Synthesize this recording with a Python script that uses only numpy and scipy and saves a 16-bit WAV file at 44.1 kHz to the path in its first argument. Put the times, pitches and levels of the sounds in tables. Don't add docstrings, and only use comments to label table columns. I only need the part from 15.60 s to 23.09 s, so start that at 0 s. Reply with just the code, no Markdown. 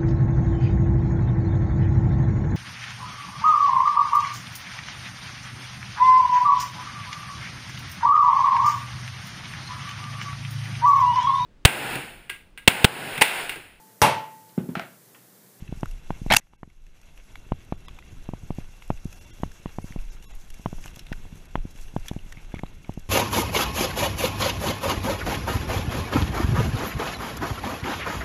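import sys
import numpy as np
from scipy import signal
from scipy.fft import rfft, irfft, next_fast_len
from scipy.io import wavfile
from scipy.ndimage import uniform_filter1d, map_coordinates

SR = 44100
rng = np.random.default_rng(int(sys.argv[2]) if len(sys.argv) > 2 else 0)


def int16_out(signal):
    q = np.round(np.clip(np.atleast_2d(signal).T, -1, 1) * 32767)
    wavfile.write(sys.argv[1], SR, q.astype(np.int16))


def volts_from_decibels(level):
    exponent = np.asarray(level, float) / 20
    return 10 ** exponent


N = 330309

# freq_hz, density_db
WIND_SPECTRUM = [(4.7, -31), (8.0, 0), (30, 0.5), (41, -9.5), (59, -28), (70, -26), (91, -56), (150, -120)]
# peak_s, peak_db, half_length_s
GUSTS = [(0.02, -48, 0.079), (0.28, -32, 0.086), (0.527, -33, 0.061), (0.717, -31, 0.063),
         (0.952, -42, 0.13), (1.259, -31.5, 0.088), (1.472, -44.5, 0.19), (1.775, -42.5, 0.052),
         (1.925, -29, 0.01), (2.11, -52, 0.069), (2.333, -39, 0.054), (2.69, -40, 0.16),
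         (3.067, -41, 0.092), (3.333, -36, 0.08), (3.64, -50, 0.11), (3.826, -50, 0.18), (4.138, -48, 0.14),
         (4.447, -33, 0.14), (4.736, -41, 0.047), (4.925, -45, 0.052), (5.087, -57, 0.027),
         (5.303, -44, 0.41), (5.64, -49, 0.22), (5.994, -25.5, 0.039), (6.24, -39.5, 0.089),
         (6.5, -42, 0.34), (6.858, -37.5, 0.18), (7.34, -47, 0.17)]
BREEZE_DB = -50
# freq_hz, density_db
RUMBLE_SPECTRUM = [(32, -29), (55, 5), (171, -3.5), (204, -7), (306, -14), (339, -11.5), (500, -22),
                   (650, -45.5), (1100, -120)]
# time_s, level_db
BUMPS = [(0, 4), (.45, 1), (.65, -3), (.86, 4.5), (1.3, 3.5), (1.6, -2), (2.2, 2.5), (2.32, 2), (2.85, 2),
         (3.3, -4.5), (3.6, 3), (3.85, 0.5), (4.4, -0.5), (4.85, -2.5), (5.65, 4.5), (6.05, -0.5),
         (7.2, 3.5), (7.49, -4.5)]
# freq_hz, density_db
TYRE_SPECTRUM = [(150, -33.5), (250, -3), (726, -3), (944, -5), (1390, -10), (2390, -7.5), (2740, -8.5),
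                 (5000, -23.5), (6500, -48), (11000, -120)]
# freq_hz, width_hz, gain_db
CASE_AIR = [(1510, 280, 0), (2170, 150, -2.5), (2730, 120, 5.5), (3420, 340, 4.5), (3920, 120, 7)]
# freq_hz, density_db
RUSTLE_SPECTRUM = [(2650, -37), (4500, -7), (5070, -8.5), (5540, -1.5), (6510, -1.5), (7490, -7),
                   (8140, -8), (8990, -13.5), (10400, -7.5), (11700, -6.5), (12800, -16.5), (14700, -19),
                   (15600, -31.5)]
# time_s, level_db
GRASS = [(0, 0), (.27, 0.5), (.43, -0.5), (.64, 4.5), (1.2, 2.5), (1.85, -2.5), (2.18, -3), (2.5, -1),
         (3.1, 0.5), (3.62, 4), (3.8, 2.3), (4.28, 0), (4.9, 1.6), (5.15, 5), (5.95, -1), (6.25, 4),
         (6.9, -2), (7.49, -1.5)]
# peak_s, level_db, half_length_s
TUFTS = [(.18, 3.5, 0.018), (0.3, 4.5, 0.028), (3.53, 4.5, 0.013), (3.58, 2, .02), (3.71, 5, 0.016),
         (4.146, 2.5, .03), (4.28, 7, 0.08), (4.38, -0.5, 0.033), (4.535, 6, 0.019), (4.607, -2.5, .02),
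         (4.64, 6, 0.017), (4.704, 4.5, .015), (5.26, 4, 0.039), (5.33, -3, .015), (5.44, -3.5, 0.037),
         (5.776, 3, 0.027), (5.85, -1, 0.0099), (6.016, -2.5, 0.044), (6.077, -1.5, 0.019),
         (6.14, -6, .015), (6.22, 3.5, 0.045), (6.322, -4, 0.028), (6.47, 5, 0.037), (6.74, -1, 0.017),
         (7.4, 1.5, .03)]
RUMBLE_DB, TYRE_DB, RUSTLE_DB = -53, -58.5, -64
TYRE_PER_BUMP, TYRE_PER_GRASS = 0.28, 0.4
DUCK_S, DUCK_DB, DUCK_HOLD_S, DUCK_RECOVER_S = 0.8, -16.5, 0.27, 0.59

# start_s, peak_db, ring_hz, t60_s
STONES_AND_GRIT = [(0.077, -41.5, 2620, 0.023), (0.2573, -30.5, 1430, 0.0051), (.8144, -65, 1940, 0.034),
                   (0.8687, -56, 812, 0.023), (.929, -54, 865, 0.029), (1.4315, -50, 2654, 0.017),
                   (1.5759, -43, 2600, 0.0075), (1.7555, -28.5, 2210, 0.0078), (2.282, -30.5, 1134, 0.012),
                   (2.366, -46, 3270, 0.011), (2.3865, -36, 900, 0.013), (2.424, -42, 2030, 0.012),
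                   (3.2217, -37, 2280, 0.012), (4.0781, -44, 2680, 0.014), (4.3227, -33, 2060, 0.012),
                   (4.389, -40.5, 2660, 0.013), (4.5665, -46.5, 1400, 0.022), (5.278, -37, 2660, 0.021),
                   (5.466, -38.5, 2650, 0.014), (5.5258, -25.5, 2640, 0.014), (5.722, -49, 890, 0.0061),
                   (6.2821, -45, 2800, 0.013), (6.589, -40, 2820, 0.015), (6.77, -36.5, 2150, 0.028),
                   (6.9458, -35.5, 2220, .018), (6.9562, -35.5, 2150, 0.018), (6.9904, -29.5, 2170, 0.021),
                   (7.064, -41, 2600, 0.0068), (7.2449, -40, 2250, 0.016),
                   (.808, -57.5, 1994, .08), (1.849, -54, 2676, 0.014), (1.856, -61, 2680, 0.012),
        (1.934, -49.5, 3920, .01), (5.226, -42, 2680, 0.011), (5.265, -41, 2660, 0.017),
        (5.342, -44, 2700, .012), (5.394, -37, 3900, .015), (5.520, -41, 3730, .012),
        (5.529, -29.5, 1500, 0.013), (6.459, -43, 2700, .02), (6.474, -42, 2690, 0.018),
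        (6.483, -35, 6000, 0.018), (6.488, -33, 3440, 0.027), (6.493, -38, 2920, .012),
        (6.723, -40.5, 6000, .015), (6.947, -51, 3420, .02), (6.967, -47, 3300, .02),
        (6.968, -43, 1290, .02), (6.983, -42, 1700, .012), (6.991, -42, 3200, 0.014),
        (7.059, -44, 1500, .012), (5.528, -40, 5000, 0.012), (5.278, -46, 4300, .012),
        (5.277, -44, 1200, .01), (5.396, -43, 5420, 0.05), (5.467, -41, 3650, .02),
        (5.361, -40.5, 3320, 0.016), (5.304, -49, 5900, .015), (6.781, -42, 2420, .015),
        (6.791, -45, 2200, .015), (6.947, -47, 5650, .015), (7.064, -45, 3970, 0.0092),
        (1.756, -39.5, 785, 0.016), (.94, -63, 8480, .012), (1.455, -57, 6680, .03),
        (2.283, -35, 3360, 0.011), (2.291, -41, 2500, .01), (2.389, -37.5, 2480, 0.01),
        (1.757, -34, 2320, .008), (4.333, -46, 3040, .012), (4.642, -46, 3820, 0.019),
        (6.723, -39, 1750, 0.023), (6.948, -46, 2220, 0.014)]
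# start_s, peak_db, ring_hz, treble_db
STALKS = [(0.207, -53, 800, 10.5), (0.311, -42.5, 2700, -1), (1.0999, -52.5, 2157, -8),
          (1.265, -51.5, 2576, -3), (1.414, -54.5, 914, 5.5), (3.3737, -44.5, 2610, -14),
          (3.527, -40.5, 2580, 1), (3.916, -45, 1600, 0.5), (4.6246, -45, 2730, -2), (4.902, -40, 2820, 2),
          (4.9408, -45, 2150, 5), (5.2394, -36.5, 2550, -14), (5.2578, -36, 1515, 1),
          (5.359, -46, 2630, 8.5), (5.392, -32, 5430, -4.5), (5.854, -53, 2170, 6), (6.1592, -44, 2780, -6),
          (6.4584, -39.5, 730, -6), (6.482, -26.5, 3320, -1.5), (6.4938, -53, 810, 2),
          (6.533, -40, 778, -5), (6.7228, -31.5, 1854, -5.5), (6.9187, -43, 1620, -12),
          (7.337, -48, 2800, 3.5), (7.3934, -57.5, 853, 16)]
STONE_TREBLE_DB, STALK_T60_S = -22, 0.018
TICK_TOP_HZ, TICK_RING = 4000, 1.05
# start_s, peak_db, t60_s
EDGES = [(.2578, -38, .006), (1.577, -48, .006), (1.7993, -51, .01), (2.0492, -47, .008),
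         (2.283, -44, 0.013), (2.389, -51, .01), (2.9502, -48, .01), (3.278, -45, .01),
         (3.446, -43.5, .015), (3.7369, -49, 0.0092), (3.8217, -45, 0.014), (4.39, -54, .006),
         (4.4513, -50, .01), (4.642, -46, .01), (4.751, -43, .015), (5.1687, -49, 0.0077),
         (5.207, -53, .006), (5.279, -42, .006), (5.351, -47, .006), (5.467, -47, .007),
         (5.5268, -42, 0.009), (5.7558, -47, .015), (6.108, -46, .02), (6.1759, -45, .015),
         (6.2128, -42.5, 0.022), (6.285, -51, .01), (6.3545, -48, .012), (6.3799, -49, .012),
         (6.946, -46, .01), (7.0329, -47.5, 0.011)]

# start_s, peak_db, t60_s
STRIKES = [(.7043, -28.5, 0.0044), (.7066, -28, 0.0056), (.7212, -17, .006), (.7262, -12.5, 0.0063),
           (.7308, -20.5, 0.0054), (.7370, -9.5, 0.0073), (.7392, -26, .006), (.7468, -12, 0.0052),
           (.7655, -6.5, 0.0067), (.7686, -4.5, 0.0059)]
# peak_s, peak_db, ring_hz, t60_s, second_ring_hz
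SLIPS = [(0.7031, -9.5, 2120, 0.0081, 800), (.7068, -9.5, 1560, 0.0071, 2160),
         (.7128, -3, 663, 0.011, 2160), (0.718, -13, 1730, 0.013, 800), (0.722, -0.5, 900, .012, 2700),
         (0.7243, -3.5, 1850, 0.0072, 2680), (0.7267, -4.5, 3150, 0.0077, 5330),
         (0.731, -11.5, 2200, 0.028, 3270), (0.7367, -4.5, 1505, 0.0037, 2400),
         (0.7391, 1, 760, .014, 2270), (0.7471, -2, 1585, 0.0042, 2656), (0.759, -20.5, 1498, .015, 2080),
         (0.7665, -2.0, 2610, 0.012, 4690), (0.769, 0.5, 2754, .0075, 4740)]
# time_s, pressure_db
DRAG = [
    (.7005, -70),
    (.7035, -22),
    (.719, -24.5),
    (.75, -30.5),
    (.773, -37.5),
    (.796, -43),
    (.8005, -88),
]
# time_s, treble_db, thud_db
TAPER = [
    (.718, -22.5, -15),
    (.722, -16, -14.5),
    (.765, 2.5, -21.5),
]
# freq_hz, density_db
SCRAPE_SPECTRUM = [(88, -35.5), (150, -9.5), (243, -10.5), (478, -12.5), (823, 8.5), (1170, -14.5),
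                   (1790, -7.5), (4130, -18.5), (5000, -25), (6500, -48.5), (11000, -120)]
SECOND_RING_DB, RASP_DB = -6, -6

# peak_s, peak_db, half_contact_ms
BACK = [(0.025, -26, 1.3), (0.0928, -26, 1.3), (0.1262, -17, 0.51), (0.1746, -29, 1.9), (.2322, -10, 0.29),
        (0.5057, -10.5, 0.28), (0.6183, -22, 0.87), (0.664, -16.5, 0.47), (2.535, -33.5, 1.7),
        (2.6903, -17, 0.44), (2.7363, -17, 0.41), (2.836, -27.5, 1.6), (2.906, -13, 0.42),
        (2.986, -17, 0.56), (4.059, -15, 0.32), (4.186, -14.5, 0.36), (4.244, -22.5, 0.68),
        (4.3076, -29, 1.2), (4.362, -18, 0.52), (5.1848, -32, 0.26), (5.5188, -18, 0.48),
        (5.728, -30.5, 1.05), (5.9557, -7.5, 0.19), (5.9804, -29, 0.48), (6.0537, -20.5, 0.7),
        (6.7747, -33.5, 0.59), (6.9419, -16.5, 0.46), (7.0355, -14.5, 0.34), (7.2947, -15.5, 0.41),
        (7.3761, -19.5, 0.58)]
# peak_s, peak_db, half_contact_ms
FORTH = [(0.633, -36, 0.96), (0.9354, -39, 0.19), (1.032, -22.5, 0.27), (1.077, -37, 0.72),
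         (1.9208, -8.5, 0.35), (2.1242, -10.5, 0.31), (2.584, -42, 0.97), (3.3038, -6.5, 0.31),
         (3.456, -18, 0.82), (3.802, -32.5, 0.62), (3.8347, -9.5, 0.32), (4.997, -32, 0.56),
         (5.06, -9.5, 0.28), (5.1296, -19.5, 0.44), (5.2592, -29, 0.18), (5.372, -33.5, 0.38),
         (5.58, -41, .93), (5.6536, -33, 0.37), (6.1533, -37.5, 0.65), (6.34, -32, 0.65),
         (6.3647, -9.5, 0.34), (6.5143, -16, 0.47), (6.565, -18, 0.6), (6.663, -39, 0.79),
         (6.995, -28, 0.4)]
# freq_hz, width_hz, gain
MOUNT = [(155, 92, .78), (84, 9, -1.3), (1050, 800, .3)]
# freq_hz, width_hz, gain_db
CLACK = [(900, 240, 11.5), (1600, 790, -2.5), (2140, 660, -6.5), (2980, 450, -11)]
# freq_hz, width_hz, gain_db
SHUDDER = [(45, 30, 0), (110, 60, -3), (320, 80, -20), (620, 140, -28)]

# time_s, top_hz
KEPT = [
    (.80, 15700),
    (.81, 14500),
    (.93, 14300),
    (.96, 13100),
    (1.21, 13500),
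    (1.24, 15000),
    (1.55, 15100),
    (1.7, 15700),
]
KEPT_RAGGED_HZ, TOP_HZ = 250, 15350
# time_s, spared_below_hz, gap_ms, line_db,
# surviving_lines_hz
DROPOUTS = [(.972, 600, 42, -77, [820, 1570, 2230, 2670]), (2.166, 1700, 24, -68, [3490, 6940]),
            (2.275, 1000, 34, -62, [1970, 2690, 3560, 3910, 5080]),
            (3.553, 500, 16, -63, [730, 1620, 2690, 5670, 6160, 6870, 11700]),
            (3.598, 600, 38, -64, [2720, 3470, 5900, 6840, 10030, 11930]),
            (3.660, 450, 22, -60, [585, 940, 2270, 2770, 3490]),
            (3.720, 500, 40, -61, [1450, 2020, 2790, 3230, 3490, 5580]),
            (4.235, 350, 22, -56, [445, 2180, 2670, 10260]),
            (4.512, 900, 22, -62, [1570, 3890, 5340, 5760, 6070, 6350, 6800]),
            (4.672, 500, 66, -62, [1100, 2720, 3440, 3890, 5410, 6770, 11300]),
            (4.727, 900, 22, -63, [1970, 2600, 3210, 3510, 3870, 6940]),
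            (5.878, 2000, 24, -68, [2530, 2740, 3330])]


def unit(x):
    return x / np.sqrt(np.mean(x ** 2) + 1e-20)


def along(points, hz):
    f, v = np.transpose(points)
    return np.interp(np.log(hz + 1), np.log(f + 1), v)


def curves(rows):
    s, *columns = np.transpose(rows)
    return [np.interp(np.arange(N) / SR, s, column) for column in columns]


def wobble(rate):
    return map_coordinates(rng.standard_normal(int(N * rate / SR) + 4), [np.arange(N) * rate / SR])


def filtered(x, response):
    m = next_fast_len(len(x) + 8192)
    return irfft(rfft(x, m) * response(np.fft.rfftfreq(m, 1 / SR)), m)[:len(x)]


def peak(f, hz, width):
    return 1j * f * width / (hz * hz - f * f + 1j * f * width)


def lumps(rows):
    t = np.arange(N) / SR
    return [(value, np.exp(-((t - s) / half) ** 2)) for s, value, half in rows]


def rush(spectrum, patchy_db, grit=0, per_s=300):
    size = volts_from_decibels(3.3 * np.minimum(rng.exponential(size=N), 3))
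    grains = (rng.random(N) < per_s / SR) * rng.standard_normal(N) * size
    z = signal.stft(rng.standard_normal(N) + grit * unit(grains), nperseg=512)[2]
    field = uniform_filter1d(rng.standard_normal(z.shape), size=10, axis=0)
    field = uniform_filter1d(field, size=5, axis=1)
    x = signal.istft(z * volts_from_decibels(patchy_db * unit(field)), nperseg=512)[1][:N]
    return unit(filtered(x, lambda hz: volts_from_decibels(along(spectrum, hz))))


def duck():
    t = np.arange(N) / SR
    recovery = (t - DUCK_S - DUCK_HOLD_S) / DUCK_RECOVER_S
    return DUCK_DB * (t > DUCK_S) * np.clip(1 - recovery, 0, 1)


def wind():
    strength = volts_from_decibels(BREEZE_DB) + sum(volts_from_decibels(db) * swell for db, swell in lumps(GUSTS))
    return strength * unit(volts_from_decibels(2 * wobble(9.5)) * rush(WIND_SPECTRUM, patchy_db=2.0))


def rumble(bump_db):
    level_db = RUMBLE_DB + bump_db + 0.78 * wobble(25)
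    return volts_from_decibels(level_db) * rush(RUMBLE_SPECTRUM, patchy_db=-0.5, grit=0.6, per_s=21)


def tyres(level_db):
    air = lambda f: 1 + sum(volts_from_decibels(db) * peak(f, hz, width) for hz, width, db in CASE_AIR)
    hiss = rush(TYRE_SPECTRUM, patchy_db=1.2, grit=0.4, per_s=250)
    return volts_from_decibels(level_db) * unit(filtered(hiss, air))


def grass(level_db):
    flutter_db = 1.6 * wobble(60)
    return volts_from_decibels(level_db + flutter_db) * rush(RUSTLE_SPECTRUM, patchy_db=1.3, grit=0.45, per_s=600)


def ride():
    (bump_db,), (grass_db,) = curves(BUMPS), curves(GRASS)
    grass_db = grass_db + sum(db * swell for db, swell in lumps(TUFTS))
    rough = wobble(22)
    tyre_db = TYRE_DB + TYRE_PER_BUMP * bump_db + TYRE_PER_GRASS * grass_db + 1.2 * rough
    rustle_db = RUSTLE_DB + grass_db + 0.6 * rough
    return volts_from_decibels(duck()) * (wind() + rumble(bump_db) + tyres(tyre_db) + grass(rustle_db))


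def snaps(rows):
    out, t = np.zeros(N + SR), np.arange(2500) / SR
    for s, db, hz, treble_db, t60 in rows:
        shape = volts_from_decibels(-60 * t / t60) * (1 - np.exp(-t / 0.0008)) ** 2
        a, b = rng.standard_normal((2, len(t)))
        top_hz = max(TICK_TOP_HZ, 1.3 * hz)
        broad = lambda f: peak(f, 1000 + 0.4 * hz, 2200 + 0.6 * hz) ** 3 / (1 + (f / top_hz) ** 5)
        burst = filtered(a, lambda f: broad(f) + volts_from_decibels(4) * peak(f, hz, 0.15 * hz) ** 2)
        body = shape * (unit(burst) + TICK_RING * np.sin(2 * np.pi * hz * t))
        fizz = shape * filtered(b, lambda f: volts_from_decibels(0.85 * along(RUSTLE_SPECTRUM, f)))
        tick = body / abs(body).max() + volts_from_decibels(treble_db) * fizz / abs(fizz).max()
        out[round(s * SR):][:len(t)] += volts_from_decibels(db) * tick
    return out[:N]


def stones_and_grit():
    return snaps([(s, db, hz, STONE_TREBLE_DB, t60) for s, db, hz, t60 in STONES_AND_GRIT])


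def stalks():
    return snaps([(*row, STALK_T60_S) for row in STALKS])


def crackle(rows):
    out, t = np.zeros(N + SR), np.arange(1500) / SR
    colour = lambda f: volts_from_decibels(0.35 * along(RUSTLE_SPECTRUM, f)) * peak(f, 9000, 8000)
    for s, db, t60 in rows:
        shape = volts_from_decibels(-60 * t / t60) * (1 - np.exp(-t / 0.0004)) ** 2
        fizz = shape * filtered(rng.standard_normal(len(t)), colour)
        out[round(s * SR) - 20:][:len(t)] += volts_from_decibels(db) * fizz / abs(fizz).max()
    return out[:N]


def leaf_drag(bright_db):
    (pressure_db,) = curves(DRAG)
    flutter_db = 1.5 * wobble(300)
    wall = lambda f: volts_from_decibels(-11.0) + peak(f, 2500, 1500)
    scrape = unit(filtered(rush(SCRAPE_SPECTRUM, patchy_db=-2.0), wall))
    leaves = volts_from_decibels(bright_db - 2.5) * rush(RUSTLE_SPECTRUM, patchy_db=4)
    return volts_from_decibels(pressure_db + flutter_db) * (scrape + leaves)


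def branch():
    bright_db, heavy_db = curves(TAPER)
    out = leaf_drag(bright_db)
    t = np.arange(-400, 1600) / SR
    for s, db, hz, t60, second_hz in SLIPS:
        i = round(s * SR)
        shape = np.where(t < 0, np.exp(-(t / (0.14 * t60)) ** 2), volts_from_decibels(-60 * (t / t60) ** 1.3))
        a, b = rng.standard_normal((2, len(t)))
        ring = np.cos(2 * np.pi * hz * t + 6 * a[0])
        ring += volts_from_decibels(SECOND_RING_DB) * np.cos(2 * np.pi * second_hz * t + 6 * a[1])
        ring += volts_from_decibels(RASP_DB) * unit(filtered(a, lambda f: peak(f, 2000, 4500) / (1 + (f / 4800) ** 6)))
        body = shape * ring
        fizz = shape ** 1.5 * filtered(b, lambda f: volts_from_decibels(0.75 * along(RUSTLE_SPECTRUM, f)))
        slip = body / abs(body).max() + volts_from_decibels(bright_db[i] - 7) * fizz / abs(fizz).max()
        jolt = (t / 0.0019) ** 2
        thud = (2 * jolt - 1) * np.exp(-jolt)
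        out[i - 400:][:len(t)] += volts_from_decibels(db - 2.2) * slip + volts_from_decibels(db + heavy_db[i] - 0.5) * thud
    return out


def knocks():
    out, t = np.zeros(N + SR), np.arange(-300, 8000) / SR
    arm = lambda f: sum(gain * peak(f, hz, width) for hz, width, gain in MOUNT)
    low_cut = lambda f: -f * f / (15 ** 2 - f * f + 9.4j * f)
    shell = lambda f: sum(volts_from_decibels(db) * peak(f, hz, width) for hz, width, db in CLACK) / (1 + (f / 3700) ** 10)
    helmet = lambda f: sum(volts_from_decibels(db) * peak(f, hz, width) ** 2 for hz, width, db in SHUDDER)
    clack_shape = volts_from_decibels(-60 * abs(t - 0.0005) / np.where(t > 0.0005, 0.016, 0.004))
    shake_shape = volts_from_decibels(-60 * t / 0.12) * np.clip(t / 0.003, 0, 1)
    for s, db, ms, way in [(*k, -1) for k in BACK] + [(*k, 1) for k in FORTH]:
        late_s = 0.00105 * (1 + 0.04 * rng.standard_normal())
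        rebound = lambda f: 0.54 * np.exp(-2j * np.pi * f * late_s - (f / 1700) ** 2)
        contact = np.where(t < 0, (1 + (t * 766 / ms) ** 2) ** -1.5, np.exp(-(t * 900 / ms) ** 2))
        push = filtered(contact, lambda f: (1 + rebound(f) + arm(f)) * low_cut(f))
        clack = filtered(rng.standard_normal(len(t)), shell) * clack_shape
        shake = unit(filtered(rng.standard_normal(len(t)), helmet)) * shake_shape
        blow = way * push / push.max() + volts_from_decibels(-5.0 - 43.0 * ms) * clack + volts_from_decibels(-22.0) * shake
        out[round(s * SR):][:len(t)] += volts_from_decibels(db) * blow
    return out[300:N + 300]


def scene():
    near = stones_and_grit() + stalks() + crackle(STRIKES + EDGES)
    return (ride() + near + branch() + knocks())[None]


def thin_top(x):
    hz, t, z = signal.stft(x, SR, nperseg=1024)
    ragged = np.minimum(rng.standard_normal(len(t)) ** 2, 4) * (t > DUCK_S)
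    top_hz = np.interp(t, *np.transpose(KEPT)) - KEPT_RAGGED_HZ * ragged
    return signal.istft(z * (hz[:, None] < top_hz + KEPT_RAGGED_HZ / 2), SR, nperseg=1024)[1][:N]


def drop_out(x):
    x, t = x.copy(), np.arange(-2000, 2000) / SR
    for s, spared_hz, gap_ms, line_db, lines_hz in DROPOUTS:
        part = x[round(s * SR) - 2000:][:len(t)]
        gap = np.cos(np.pi * np.clip(t * 1000 / gap_ms, -0.5, 0.5)) ** 2
        hold = np.cos(np.pi * np.clip(t / max(0.046, gap_ms / 1200), -0.5, 0.5)) ** 2
        lines = np.zeros(len(t))
        for hz in lines_hz:
            level = volts_from_decibels(line_db - hz / 4000 + 1.5 * rng.standard_normal())
            lines += level * np.sin(2 * np.pi * hz * t + 6 * rng.random())
        depth = np.minimum(gap_ms / 45 * gap, 1) ** 0.35 * min(0.5 + gap_ms / 60, 1)
        depth = depth * np.minimum(1.1 * gap, 1)
        part += hold * lines - depth * filtered(part, lambda f: f > spared_hz)
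    return x


def band_limit(x):
    return signal.sosfilt(signal.butter(12, 16250, fs=SR, output="sos"), x)


def record(dry):
    held = dry[0] / (1 + abs(dry[0] / 0.92) ** 6) ** (1 / 6)
    limited = filtered(held, lambda hz: 1 / (1 + (hz / TOP_HZ) ** 120))
    mix = drop_out(thin_top(limited))[None]
    return band_limit(mix)


dry = scene()
out = record(dry)
int16_out(out)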